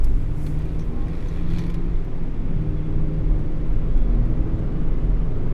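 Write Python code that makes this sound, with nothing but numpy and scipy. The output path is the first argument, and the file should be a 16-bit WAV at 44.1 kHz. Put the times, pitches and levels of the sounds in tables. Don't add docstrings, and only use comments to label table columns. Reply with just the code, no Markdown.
import sys
import numpy as np
from scipy import signal
from scipy.fft import rfft, irfft, next_fast_len
from scipy.io import wavfile
from scipy.ndimage import uniform_filter1d, map_coordinates

SR = 44100
rng = np.random.default_rng(int(sys.argv[2]) if len(sys.argv) > 2 else 0)


def generate_wav(sig):
    pcm = np.round(np.clip(np.atleast_2d(sig).T, -1, 1) * 32767).astype(np.int16)
    wavfile.write(sys.argv[1], SR, pcm)


N = 243882

# (time [s], firing rate [Hz], level [dB])
FIRING = [(0, 138.6, -43), (.26, 146.1, -40.5), (.4, 149.6, -28), (.68, 153.5, -30.5), (.85, 155, -37),
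          (1, 157.1, -42), (1.1, 158.8, -31.5), (1.25, 163.9, -42.5), (1.5, 169.5, -33.5),
          (1.7, 169.9, -30), (1.9, 170.7, -34.5), (2.3, 142.3, -43), (2.47, 148.7, -38),
          (2.57, 151.4, -31.5), (3.1, 154.5, -30), (3.45, 153.4, -35.5), (3.8, 153.9, -32),
          (4.05, 156.2, -45.5), (4.45, 160.8, -35), (4.9, 162.3, -42.5), (5.2, 164.3, -33),
          (5.53, 165, -39.5)]
# (time [s], octave level [dB], uneven firing level [dB])
OVERTONE_LEVELS = [(0, -52, -77), (.45, -40, -42.5), (.8, -50, -55), (1.05, -45, -51), (1.3, -54, -53),
                   (1.55, -44.5, -50), (1.9, -46, -63), (2.4, -57, -42), (2.65, -37.5, -47.5),
                   (3.1, -38.5, -44.5), (3.5, -38.5, -49), (4.05, -48, -44.5), (4.35, -40, -46),
                   (4.9, -44.5, -50.5), (5.53, -52, -48)]
# (multiple of the cycle rate, relative level [dB])
UNEVEN_TONES = [(3, 7.5), (6, -3.5), (9, 3.5), (11, 0.5), (12, -3.5), (14, -2)]
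# (multiple of the cycle rate, relative level [dB])
HIGH_GEAR_TONES = [(18, -14), (21, -1.5), (26, -6), (27, -8.5), (30, -10.5)]
def engine(shift_s=2.37):
    firing_hz, firing_db = curves(FIRING)
    octave_db, uneven_db = curves(OVERTONE_LEVELS)
    cycles = np.cumsum(firing_hz) / SR / 8
    high_gear = np.clip((np.arange(N) / SR - shift_s) / 0.35, .4, 1)
    uneven = sum(amp(db) * tone(k * cycles, waver=0.33, flutter_db=2.5) for k, db in UNEVEN_TONES)
    upper = sum(amp(db) * tone(k * cycles, waver=0.23, flutter_db=2.0) for k, db in HIGH_GEAR_TONES)
    note = amp(firing_db) * tone(8 * cycles, waver=0.02, flutter_db=1.7)
    octave = amp(octave_db) * tone(16 * cycles, waver=0.073, flutter_db=-0.54)
    return note + octave + amp(uneven_db) * (uneven + high_gear * upper), cycles


# (time [s], beat rate [Hz], level [dB], level at three times that rate [dB])
BEARING_HUM = [(0, 23.7, -60, -39), (.6, 24.3, -35, -38), (1, 24.5, -26, -37), (1.5, 26.85, -52, -34.5),
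               (2, 25.5, -44, -47.5), (2.45, 32.41, -30, -34.5), (2.8, 31.06, -38, -32.5),
               (3.28, 36.56, -23.5, -42.5), (3.55, 37.34, -31, -47), (3.9, 38.33, -26, -41),
               (4.2, 39.13, -18.5, -30.5), (4.5, 42.07, -35.5, -36.5), (4.8, 41.88, -33, -41.5),
               (5.1, 40.75, -27.5, -40), (5.53, 39.65, -34, -34)]
def bearing():
    beat_hz, beat_db, third_db = curves(BEARING_HUM)
    turns = np.cumsum(beat_hz) / SR
    sixth_db = third_db - 21 + 0.84 * (beat_hz - beat_hz[0])
    return (amp(beat_db) * tone(turns, waver=0.22, flutter_db=3.1)
            + amp(third_db) * tone(3 * turns, waver=0.18, flutter_db=1.3)
            + amp(sixth_db) * tone(6 * turns, waver=0.88, flutter_db=2.5))


# (frequency [Hz], relative level [dB])
MOUNT_COLOUR = [(7, -19), (13.5, -9), (19, 1), (25, -7), (32, -22.5)]
# (time [s], level [dB])
BUMPS = [(.08, -15.5), (1.52, -20), (1.95, -18), (2.22, -21), (2.55, -22), (3.03, -19.5), (3.55, -23),
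         (3.76, -17.5), (3.98, -16), (4.36, -19), (4.92, -17), (5.3, -21.5), (5.5, -20)]
def cab_shake(steady_db=-24.5, rise_s=0.15, fall_s=0.086):
    margin = SR // 4
    padded = np.pad(rush(MOUNT_COLOUR, patchy_db=-2.5), margin, "reflect")
    swing = signal.hilbert(padded, next_fast_len(N + SR))[margin:][:N]
    bounce = unit(swing.real / (np.abs(swing) + .2))
    jolts = swells([(s, rise_s, fall_s, db) for s, db in BUMPS])
    return np.hypot(amp(steady_db), jolts) * bounce


# (frequency [Hz], relative level [dB])
PANEL_COLOUR = [(14, -25), (24, -3), (47, 3.5), (57, -11), (70, -21.5), (80, -29.5), (100, -52)]
# (time [s], level [dB])
PANEL_LEVEL = [(0, -21.5), (.4, -30), (.9, -34.5), (1.5, -28), (1.9, -24.5), (2.4, -26), (2.8, -28),
               (3.3, -27.5), (3.8, -30.5), (5.2, -27), (5.53, -35)]
def panel_boom():
    return amp(curves(PANEL_LEVEL)[0] + 3.32 * wobble(6.015)) * rush(PANEL_COLOUR, patchy_db=-1.0)


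# (frequency [Hz], relative level [dB])
ROAR_COLOUR = [(55, -17.5), (75, 3.5), (112, 5.5), (136, 2.5), (165, 4.5), (195, -10.5), (235, -4),
               (300, -4.5), (400, -8), (550, -17), (650, -19), (1250, -26), (1700, -34), (2500, -47.5)]
HISS_COLOUR = [(1000, -1), (1700, -2.5), (2100, 0), (3050, -8), (3430, -8.5), (4000, -13), (6000, -20),
               (9000, -27), (12600, -29.5), (14200, -44.5), (15000, -57.5)]
# (time [s], level [dB])
TYRE_LEVEL = [(0, -33), (1.5, -31), (2.3, -32), (2.9, -31.5), (3.9, -30.5), (4.45, -28.5), (5.53, -29.5)]
def tyres(cycles, thud_hz=130, hiss_db=-55.5):
    throb_db = .45 * np.sin(2 * np.pi * cycles) + .45 * np.sin(4 * np.pi * cycles)
    roar = amp(curves(TYRE_LEVEL)[0] + 0.27 * wobble(8) + throb_db) * rush(ROAR_COLOUR, patchy_db=0.62)
    lows = filtered(roar, lambda hz: 1 / (1 + (hz / thud_hz) ** 4))
    thuds = (amp(2.5 * wobble(5.08)) - 1) * lows
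    hiss = amp(hiss_db + 0.11 * wobble(12) + 0.6 * throb_db) * rush(HISS_COLOUR, patchy_db=0.56)
    return roar + thuds + hiss


# (frequency [Hz], relative level [dB])
BRIGHT_COLOUR = [(3000, -20), (5000, -2), (10300, -2.5), (13000, -6), (15000, -12.5)]
DULL_COLOUR = [(500, -16), (1000, 0), (2300, -1.5), (4300, -11), (5500, -13), (14500, -32.5)]
# (peak time [s], rise [s], fall [s], level [dB])
PALM_SLIDES = [(.07, 0.099, 0.33, -66.5), (.46, 0.11, 0.1, -59.5), (.78, 0.35, .3, -70),
               (1.25, 0.23, 0.24, -69), (1.53, 0.04, .15, -67)]
TIGHT_GRIPS = [(.65, 0.12, 0.13, -57), (1.15, 0.21, 0.23, -56), (1.36, 0.21, 0.14, -53.5),
               (1.53, 0.055, 0.18, -49.5), (1.8, .1, 0.2, -59)]
def hand_rub(slips_per_s=82, slip_t60_s=.03):
    swish = unit(amp(1.2 * wobble(40)) * rush(BRIGHT_COLOUR, patchy_db=.5))
    slips = np.cumsum(slips_per_s * amp(2.5 * wobble(45))) / SR
    size_db = 1.8 * rng.standard_normal(1000)[slips.astype(int)]
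    since_slip_s = (slips % 1) / slips_per_s
    catches = amp(size_db) * decay(since_slip_s, slip_t60_s) + amp(-10)
    rasp = unit(wheel_rim(catches * rush(DULL_COLOUR, patchy_db=2.0)))
    return swells(PALM_SLIDES) * swish + swells(TIGHT_GRIPS) * rasp


# (time [s], level [dB], knock boost [dB])
WHEEL_TAPS = [(0.0414, -41, -10), (0.4645, -48.5, 9.5), (0.588, -56, 2), (0.618, -58, 9), (0.653, -59.5, 6),
              (0.7944, -56.5, 7.5), (1.0822, -62, 14), (1.284, -57, 8), (1.503, -60, 13), (1.534, -61, 16),
              (1.584, -52, 17), (1.5909, -60, 19), (1.6168, -61, 17), (1.6373, -60, 18),
              (1.6641, -57.5, 12), (1.6995, -53, 11.5), (1.7414, -51.5, 11), (2.0453, -60, 2),
              (3.3911, -60.5, -3), (3.976, -61, 10), (4.2561, -63, 8), (4.5904, -61, 6)]
def hand_taps(landing_s=0.00095):
    bright, knock = np.zeros((2, N + SR))
    t = np.arange(SR // 8) / SR
    rise = 1 - np.exp(-t / landing_s)
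    crack = amp(2) * decay(t, 0.012)
    for s, db, boost_db in WHEEL_TAPS:
        start = round(s * SR)
        bright[start:][:len(t)] += amp(db) * decay(t, 0.044) * rise
        knock[start:][:len(t)] += amp(db + boost_db) * (decay(t, 0.065) + crack) * rise
    ticks = bright[:N] * rush(BRIGHT_COLOUR, patchy_db=1.5)
    return ticks + wheel_rim(knock[:N] * rush(DULL_COLOUR, patchy_db=1.5)) / 2


# (pitch [Hz], width [Hz], strength [dB])
RIM_RINGS = [(1925, 110, 2.5), (2395, 230, 2), (3430, 150, 4.5), (3830, 220, 2.5), (4300, 180, 3.5)]
def wheel_rim(x):
    return filtered(x, lambda hz: 1 + sum(
        amp(db) * 1j * hz * width / (pitch ** 2 - hz ** 2 + 1j * hz * width)
        for pitch, width, db in RIM_RINGS))


# (time [s], level [dB])
KEY_HITS = [(.793, -58), (.808, -62), (.822, -61), (1.285, -57), (1.587, -51)]
# (pitch [Hz], relative level [dB], time to fall 60 dB [s])
KEY_TONES = [(5500, -2, 0.06), (6030, 4, 0.055), (6250, 0, 0.045), (4100, -2, 0.025)]
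# (time [s], level [dB], centre pitch [Hz])
SMALL_CLINKS = [(2.0458, -64, 13100), (3.5395, -64, 14000), (3.691, -55, 13360), (3.9754, -60, 11900),
                (4.2556, -64, 13540), (4.5535, -62, 7170), (4.59, -62, 6990)]
def keys(pitch_spread=.06, landing_s=0.00095):
    out, t = np.zeros(N + SR), np.arange(SR // 8) / SR
    for s, db in KEY_HITS:
        for hz, tone_db, t60_s in KEY_TONES:
            gain = amp(db + tone_db + rng.normal(0, 3.1)) * decay(t, t60_s)
            drift = np.cumsum(rng.normal(0, 0.082, len(t)))
            out[round(s * SR):][:len(t)] += gain * np.sin(2 * np.pi * hz * t + drift)
    rise = 1 - np.exp(-t / landing_s)
    for s, db, hz in SMALL_CLINKS:
        tones_hz = hz * (1 + pitch_spread * rng.uniform(-1.3, 1, size=(6, 1)))
        drift = np.cumsum(rng.normal(0, .15, (6, len(t))), axis=1)
        ring = 2 * np.sin(2 * np.pi * tones_hz * t + drift).mean(axis=0)
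        out[round(s * SR):][:len(t)] += amp(db) * decay(t, 0.054) * rise * ring
    return out[:N]


# (start [s], end [s], first pitch [Hz], last pitch [Hz], level [dB])
WHINE_GLIDES = [(0.763, 1.104, 233.7, 239, -39), (0.859, 1.18, 1045, 1112, -56.5),
                (0.895, 1.1, 790, 815, -54), (0.648, 1.457, 459.3, 503, -51.5),
                (1.21, 1.899, 297, 313, -43), (1.52, 1.85, 1020, 1030, -57),
                (2.308, 3.105, 3380, 3400, -73), (3.8, 4.17, 3312, 3430, -72),
                (4.55, 5.25, 1127, 1151, -62), (4.65, 5.298, 2920, 3020, -71),
                (4.048, 4.8, 1940, 1956, -67)]
def whines():
    t, out = np.arange(N) / SR, 0
    for start, end, first_hz, last_hz, db in WHINE_GLIDES:
        progress = np.clip((t - start) / (end - start), 0, 1)
        khz = first_hz / 1000
        scratch = .11 * khz * wobble(80)
        turns = np.cumsum(first_hz + (last_hz - first_hz) * progress) / SR + scratch
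        flutter = amp(1.3 * khz * wobble(30))
        swell = np.sqrt(np.abs(np.sin(np.pi * progress)))
        out += amp(db) * swell * flutter * tone(turns, waver=1.2, flutter_db=1.2)
    return out


def trim(ticks_per_s=7):
    when, softness = rng.random((round(ticks_per_s * N / SR), 2)).T
    blows = np.bincount((when * N).astype(int), amp(-78) / np.sqrt(softness + .15), N)
    dying = decay(np.arange(SR // 20) / SR, .03)
    return signal.fftconvolve(blows, dying)[:N] * rush(BRIGHT_COLOUR, patchy_db=3)


def amp(db):
    return 10 ** (np.asarray(db) / 20)


def decay(t, t60_s):
    return amp(-60 * t / t60_s)


def unit(x):
    return x / np.sqrt(np.mean(x ** 2) + 1e-20)


def curves(rows):
    times, *columns = np.transpose(rows)
    return [np.interp(np.arange(N) / SR, times, column) for column in columns]


def swells(rows):
    t = np.arange(0, N, 64) / SR
    power = sum(amp(db) ** 2 * np.exp(-2 * np.where(t < s, (s - t) / rise, (t - s) / fall) ** 2)
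                for s, rise, fall, db in rows)
    return np.interp(np.arange(N) / SR, t, np.sqrt(power))


def wobble(rate):
    steps = np.arange(0, N + 64, 64)
    points = rng.standard_normal(int(N * rate / SR) + 4)
    return np.interp(np.arange(N), steps, map_coordinates(points, [steps * rate / SR + 1]))


def filtered(x, response):
    size = next_fast_len(N + 8192)
    return irfft(rfft(x, size) * response(np.fft.rfftfreq(size, 1 / SR)), size)[..., :N]


def rush(colour, patchy_db):
    grid = signal.stft(rng.standard_normal(N), nperseg=512)[2]
    patches = uniform_filter1d(rng.standard_normal(grid.shape), size=6, axis=0, mode="wrap")
    patches = uniform_filter1d(patches, size=10, axis=1, mode="wrap")
    noise = signal.istft(grid * amp(patchy_db * unit(patches)), nperseg=512)[1][:N]
    points_hz, db = np.transpose(colour)
    return unit(filtered(noise, lambda hz: amp(np.interp(np.log(hz + 1), np.log(points_hz), db, -120, -120))))


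def tone(turns, waver, flutter_db):
    phase = 2 * np.pi * (turns + rng.random()) + waver * wobble(7)
    return np.sqrt(2) * np.sin(phase) * amp(flutter_db * wobble(6))


def scene():
    motor, cycles = engine()
    tones = motor + whines() + bearing()
    road = cab_shake() + panel_boom() + tyres(cycles)
    return (tones + road + hand_rub() + hand_taps() + keys() + trim())[None]


def record(dry, fade_s=.006, top_hz=15100):
    fade = np.sin(np.pi / 2 * np.clip(np.arange(N)[::-1] / SR / fade_s, 0, 1)) ** 2
    return filtered(dry * fade, lambda hz: hz < top_hz)


dry = scene()
out = record(dry)
generate_wav(out)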